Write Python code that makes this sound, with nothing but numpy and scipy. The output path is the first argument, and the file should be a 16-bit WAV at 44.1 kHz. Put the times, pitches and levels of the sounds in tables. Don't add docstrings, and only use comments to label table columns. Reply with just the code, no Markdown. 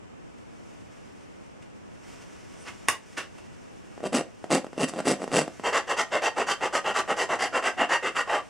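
import sys
import numpy as np
from scipy import signal
from scipy.fft import rfft, irfft
from scipy.io import wavfile

SR = 44100
rng = np.random.default_rng(int(sys.argv[2]) if len(sys.argv) > 2 else 0)


def master(y):
    cut = np.clip(np.atleast_2d(y).T, -1, 1)
    pcm = np.round(cut * 32767)
    wavfile.write(sys.argv[1], SR, pcm.astype(np.int16))


N = 374497
TIME = np.arange(N) / SR
BINS = np.fft.rfftfreq(4096, 1 / SR)


def amp(db):
    return 10 ** (np.asarray(db) / 20)


def unit(x):
    return x / np.sqrt(np.mean(x ** 2) + 1e-20)


def read(points, hz):
    f, value = np.transpose(points)
    return np.interp(np.log(hz + 1), np.log(f + 1), value)


def add(mix, s, sound):
    part = mix[round(s * SR):][:len(sound)]
    part += sound[:len(part)]


def tinted(x, points):
    gain = amp(read(points, np.fft.rfftfreq(len(x), 1 / SR)))
    return irfft(rfft(x) * gain, len(x))


def wander(n, step):
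    knots = rng.standard_normal(n + 2)
    return unit(np.interp(np.arange(n) / step, np.arange(n + 2), knots))


def response(db):
    log_gain = np.log(amp(np.r_[db, db[-2:0:-1]]))
    spectrum = np.exp(np.conj(signal.hilbert(log_gain)))[:len(db)]
    h = irfft(spectrum)
    return h / np.linalg.norm(h)


def bump(hz, width, db):
    return db / (1 + (2 * (BINS - hz) / width) ** 2)


# (frequency [Hz], density [dB per Hz])
AIR_SPECTRUM = [(15, -51), (25, -37), (44, -6.5), (112, 0.5), (142, -6), (167, -2.5), (257, -3), (475, -6),
                (1420, -14.5), (2500, -18.5), (2700, -18.5), (4040, -31), (7890, -31), (12800, -60),
                (15000, -66)]
# (frequency [Hz], side against mid [dB])
AIR_WIDTH = [(60, -2.5), (150, 12), (380, 9), (950, 5), (2380, 1.5), (5980, 4), (15000, 0)]


def air(level_db=-54.5):
    mid, side = (unit(tinted(rng.standard_normal(N), AIR_SPECTRUM)) for _ in range(2))
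    side = tinted(side, AIR_WIDTH)
    return np.array([mid + side, mid - side]) * amp(level_db)


# (frequency [Hz], time to fall by 60 dB [s])
DECAY_TIMES = [(200, 0.22), (530, 0.24), (1400, 0.2), (3700, 0.21), (9700, 0.16)]


def tail(gap_s=0.0033):
    hz, t, z = signal.stft(rng.standard_normal(SR // 2), SR, nperseg=256)
    fall_db = -60 * t / read(DECAY_TIMES, hz)[:, None]
    h = signal.istft(z * amp(fall_db), SR, nperseg=256)[1]
    h = h * (np.arange(len(h)) / SR > gap_s)
    return h / np.linalg.norm(h)


# (frequency [Hz], side against mid before the side level [dB])
REFLECTION_WIDTH = [(100, -17), (300, -5.5), (700, -14), (1500, -5.5), (4000, -2), (9000, 4), (14000, 8)]


def room(x, wet_db, side_db, pan_db):
    mid = x + amp(wet_db) * signal.fftconvolve(x, tail())[:N]
    side = amp(side_db) * signal.fftconvolve(x, tinted(tail(), REFLECTION_WIDTH))[:N]
    return np.array([amp(pan_db / 2) * (mid + side), amp(-pan_db / 2) * (mid - side)])


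# (frequency [Hz], density [dB per Hz])
RUSTLE_SPECTRUM = [(150, 3), (600, 4), (2800, 2.5), (3900, -8), (5500, -1), (8500, -6.5), (11000, -16.5),
                   (14000, -30)]
# (middle [s], length of two standard deviations [s], relative level [dB])
ARM_MOVES = [(.9, 1.0, -62.5), (2.11, 0.12, -55), (2.22, 0.048, -56), (2.602, 0.86, -57),
             (3.123, 0.11, -53), (3.454, .25, -64.5), (5.413, 0.74, -54), (7.3, 5.9, -56)]


def sleeve(flutter_db=1, grain_db=1.5, rest_db=-72):
    grains_db = grain_db * rng.standard_normal(N) + flutter_db * wander(N, 700)
    grains = rng.standard_normal(N) * amp(grains_db)
    power = amp(rest_db) ** 2
    for middle, length, db in ARM_MOVES:
        swell = np.exp(-(2 * (TIME - middle) / length) ** 2 / 2)
        power = power + (amp(db) * swell) ** 2
    return unit(tinted(grains, RUSTLE_SPECTRUM)) * np.sqrt(power)


# (frequency [Hz], relative level [dB])
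BLADE_PARTIALS = [(5954, -58), (7800, -64), (8764, -61), (9825, -65)]


def blade(level_db=1, waver_hz=50):
    swell = np.interp(TIME, [2.56, 2.63, 2.648], [0, 1, 0])
    out = np.zeros(N)
    for hz, db in BLADE_PARTIALS:
        turns = np.cumsum(hz + waver_hz * wander(N, 120)) / SR
        out += amp(db + level_db + 2 * wander(N, 700)) * np.sin(2 * np.pi * turns)
    return swell * out


# (frequency [Hz], width [Hz], lift [dB])
RESONANCES = [(385, 100, 1), (644, 97, 2), (737, 40, 4), (864, 47, 4.5), (1153, 130, 4), (1386, 60, 2.5),
              (1564, 14, 4.5), (1869, 45, 7.5), (2026, 230, 5), (2717, 110, 10), (2860, 114, 5),
              (3140, 67, 7), (3680, 73, 4.5), (4637, 143, 9.5), (4990, 240, 7.5), (5910, 230, 7),
              (7900, 200, 5.5), (8210, 200, 5), (9740, 1060, 9)]


def body(colour, drift=0.014):
    gain_db = read(colour, BINS)
    for hz, width, db in RESONANCES:
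        detune = np.exp(drift * rng.standard_normal() * min(1, 900 / hz) ** 2)
        gain_db = gain_db + bump(hz * detune, width, db)
    return gain_db


# (frequency [Hz], density [dB per Hz])
CLOTH_SPECTRUM = [(40, -15), (200, -14.5), (450, -7), (680, -1.5), (1100, 0.5), (1900, -1), (2250, -3),
                  (2800, -4), (3900, -16), (5500, -10), (9000, -10), (10500, -18.5), (13000, -23),
                  (16000, -54)]
# (time [s], rise [s], decay [s], relative level [dB])
CLOTH_BLOWS = [(1.618, 0.0078, .006, -51.5), (2.648, 0.039, 0.011, -40.5), (2.876, 0.0063, .004, -39),
               (2.8845, 0.00061, 0.007, -9.5), (3.166, 0.014, 0.02, -29), (3.378, 0.0056, 0.009, -50.5)]


def slaps(crack=5, spread_s=0.0032, ring_share=0.28):
    out, t = np.zeros(N), np.arange(SR // 4) / SR
    blade_db = ring_share * sum(bump(*mode) for mode in RESONANCES if mode[0] > 1000)
    lag_s = spread_s / np.sqrt(1 + BINS / 900)
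    flex = irfft(np.exp(-2j * np.pi * np.cumsum(lag_s) * BINS[1]))
    soft_tilt_db = read([(60, -14), (170, 8), (400, 6.5), (800, -3.5), (4000, 1), (14000, -14)], BINS)
    for s, rise, decay, db in CLOTH_BLOWS:
        softness = min(rise / 0.0093, 1)
        shape = np.minimum(t / rise, 1) * np.exp(-np.maximum(t - rise, 0) / decay)
        blow = shape * rng.standard_normal(len(t)) * (0.77 + 0.3 * softness)
        add(blow, 0, crack * (1 - softness) * flex)
        ring = response(read(CLOTH_SPECTRUM, BINS) + blade_db + softness * soft_tilt_db)
        add(out, s, amp(db) * signal.fftconvolve(blow, ring))
    return out


# (frequency [Hz], density [dB per Hz])
LOOSE_GRIP = [(50, -36), (110, -17), (165, -3), (260, 0.5), (660, -2), (900, -10.5), (1300, -11.5),
              (2400, -19.5), (4000, -22), (4900, -23), (8000, -18), (9000, -28), (10500, -29),
              (12500, -43.5), (15500, -66)]
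# (time [s], relative level [dB])
TOOTH_CATCHES = [(3.975, -30.5), (4.002, -30.5), (4.439, -20.5), (4.642, -20.5), (4.664, -22.5),
                 (4.728, -27), (4.776, -20.5), (4.934, -19.5), (4.968, -26), (4.987, -15.5), (5.0, -14.5),
                 (5.068, -14), (5.216, -18.5), (5.238, -15.5), (5.275, -18.5), (5.316, -23), (5.476, -16.5),
                 (5.594, -22.5), (7.114, -18)]


def catches(level_db=16, grit_s=.002, hold_s=0.00323, grit=.09):
    out, t = np.zeros(N), np.arange(600) / SR
    for s, db in TOOTH_CATCHES:
        hardness_db = -5.0 + .5 * (db + 20.5)
        tilt_db = read([(200, -3.5), (750, -0.5), (2500, -4.5), (8000, hardness_db)], BINS)
        ring = response(body(LOOSE_GRIP) + tilt_db)
        release = np.exp(-((t - hold_s) / .00008) ** 2) / 3
        crunch = grit * rng.standard_normal(len(t)) * (t / grit_s) ** 2 * np.exp(-t / grit_s)
        knock = signal.fftconvolve(release + crunch, ring)
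        add(out, s, amp(db + level_db) * knock / np.linalg.norm(knock))
    return out


# (time [s], lift [dB])
BLADE_OVERHANG = [(4, 2.5), (5.7, 0.5), (7.2, 2), (7.9, 4), (8.05, 6.5), (8.4, 3)]


def overhang(s):
    return np.interp(s, *np.transpose(BLADE_OVERHANG))


def bite(speed, breakaway=.45, held=0.6, jolt=0.07, jolt_s=0.016):
    since = (np.arange(len(speed)) - np.argmax(speed > breakaway)) / SR
    return np.where(since < 0, held * speed ** 2, speed ** 2 + jolt * np.exp(-abs(since) / jolt_s))


def stroke(start, length, peak, tone, colour, slip_hz, jitter, slip_share, snap_share, rub,
           grain_db, contact_db, spot_db, speed_db, chatter_db):
    presence_db, treble_db, spot_hz = tone
    n = int(length * SR)
    speed = np.sin(np.pi * np.interp(np.arange(n) / n, [0, np.clip(peak, .1, .9), 1], [0, .5, 1]))
    slip_rate = slip_hz * (.5 + .5 * speed) * np.exp(jitter * wander(n, 90))
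    cycles = np.cumsum(slip_rate) / SR + rng.random()
    slips = np.diff(np.floor(cycles), prepend=0) * amp(2 * rng.standard_normal(n))
    thumps = unit(signal.lfilter(*signal.butter(1, 1500, fs=SR), slips)) * 0.28
    clumps = rub + np.exp(-(cycles % 1) / snap_share)
    fibres = unit(rng.standard_normal(n) * clumps * amp(grain_db * rng.standard_normal(n)))
    soft = signal.lfilter(*signal.butter(1, 2000, fs=SR), fibres)
    hiss = fibres - soft
    sharpness = amp(speed_db * (speed - 0.95) + wander(n, 186.0))
    drive = np.sqrt(slip_share) * thumps + np.sqrt(1 - slip_share) * soft + hiss * sharpness
    pressure = bite(speed) * amp(chatter_db * wander(n, 293))
    tilt_db = read([(650, 0), (1500, presence_db), (3100, presence_db), (4800, treble_db)], BINS)
    touch_db = bump(spot_hz, spot_hz * 0.065, spot_db) + contact_db * wander(len(BINS), 11)
    free_db = bump(2740, 340, overhang(start))
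    ring = response(body(colour) + tilt_db + touch_db + free_db)
    return signal.fftconvolve(drive * pressure, ring)


# (start [s], length [s], top speed at [share of length], relative level [dB], treble [dB])
SLOW_STROKES = [(4.007, .074, 0.91, -29, -8.5), (4.112, .125, .36, -20, -2), (4.489, 0.13, 0.33, -20.5, -1),
                (4.746, .11, 0.9, -23, -2.5), (4.875, .047, .16, -37, 9), (4.881, .14, 0.82, -34, -6),
                (5.024, .135, .61, -19.5, 0.5), (5.164, 0.089, 0.82, -34.5, -7),
                (5.291, .16, .54, -20, 0.5)]


def slow_filing(level_offset_db=4.0):
    out = np.zeros(N)
    for start, length, peak, level_db, treble_db in SLOW_STROKES:
        tone = 1 + 0.6 * treble_db, treble_db, 520
        sound = stroke(start, length, peak, tone, LOOSE_GRIP, slip_hz=165, jitter=.35, slip_share=.54,
                       snap_share=.29, rub=.38, grain_db=3, contact_db=1.0, spot_db=3.0,
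                       speed_db=14.5, chatter_db=2.05)
        add(out, start, amp(level_db + level_offset_db) * sound)
    return out


# (frequency [Hz], density [dB per Hz])
FIRM_GRIP = [(60, -33), (150, -16.5), (280, -8), (470, -0.5), (800, -0.5), (1300, -2), (2000, -5.5),
             (2400, -13), (3000, -11), (3900, -22), (5000, -23), (7500, -19.5), (8800, -32), (12000, -40.5),
             (15500, -82)]
# (presence [dB], treble [dB]), each before pressure and overhang
PULL_TONE = (-2.9, -2.3)
PUSH_TONE = (0.55, 5.8)
# (start [s], length [s], relative level [dB], wood resonance favoured by the touched spot [Hz])
QUICK_STROKES = [(5.637, 0.077, -22.5, 989), (5.724, 0.088, -20, 1142), (5.873, 0.078, -24.5, 1170),
                 (5.966, 0.076, -22, 683), (6.115, 0.084, -23, 730), (6.219, 0.08, -21, 673),
                 (6.363, 0.082, -22.5, 807), (6.467, 0.084, -23.5, 1190), (6.609, 0.079, -23, 765),
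                 (6.727, 0.074, -22.5, 1240), (6.844, 0.088, -23, 870), (6.942, 0.081, -22, 669),
                 (7.077, 0.068, -23.5, 820), (7.168, 0.091, -23, 646), (7.289, 0.082, -23, 690),
                 (7.389, 0.094, -23, 730), (7.526, 0.083, -23, 1360), (7.625, 0.092, -21, 720),
                 (7.777, 0.085, -19.5, 708), (7.891, 0.092, -20, 935), (8.026, 0.079, -24.5, 1240),
                 (8.151, 0.085, -23.5, 1210), (8.277, 0.13, -23.5, 1166)]


def quick_filing(level_offset_db=3.0, usual_db=-23, run_up=.22, run_out=.18):
    out = np.zeros(N)
    for k, (start, length, level_db, spot_hz) in enumerate(QUICK_STROKES):
        presence_db, treble_db = PUSH_TONE if k % 2 else PULL_TONE
        dulling_db = 1.07 * (level_db - usual_db) + 0.27 * overhang(start)
        tone = presence_db + 0.39 * overhang(start), treble_db - dulling_db, spot_hz
        full_length = length * (1 + run_up + run_out)
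        sound = stroke(start, full_length, .51, tone, FIRM_GRIP, slip_hz=482.8, jitter=.3, slip_share=0.45,
                       snap_share=0.26, rub=0.67, grain_db=2.5, contact_db=2.0, spot_db=6.0,
                       speed_db=4.5, chatter_db=1.33)
        add(out, start - run_up * length, amp(level_db + level_offset_db) * sound)
    return out


def scene():
    clothing = amp(1.5) * (sleeve() + blade() + slaps())
    clothing = room(clothing, wet_db=-4.0, side_db=-7, pan_db=-0.5)
    work = catches() + slow_filing() + quick_filing()
    work = room(work, wet_db=-10.0, side_db=-11.5, pan_db=-0.17)
    return air() + clothing + work


def record(dry, threshold_db=-36.5, slope=0.23, recover_db_per_s=10, attack_s=0.013, edge_hz=16000):
    keep = np.exp(-1 / (attack_s * SR))
    power = signal.lfilter([1 - keep], [1, -keep], (dry ** 2).mean(0))
    power_db = 10 * np.log10(power + 1e-12)
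    wanted_db = slope * np.maximum(power_db - threshold_db, 0)
    ramp_db = TIME * recover_db_per_s
    duck_db = np.maximum.accumulate(wanted_db + ramp_db) - ramp_db
    low_pass = signal.firwin(255, edge_hz, window=("kaiser", 9), fs=SR)
    return signal.oaconvolve(dry * amp(-duck_db), low_pass[None], "same")


dry = scene()
out = record(dry)
master(out)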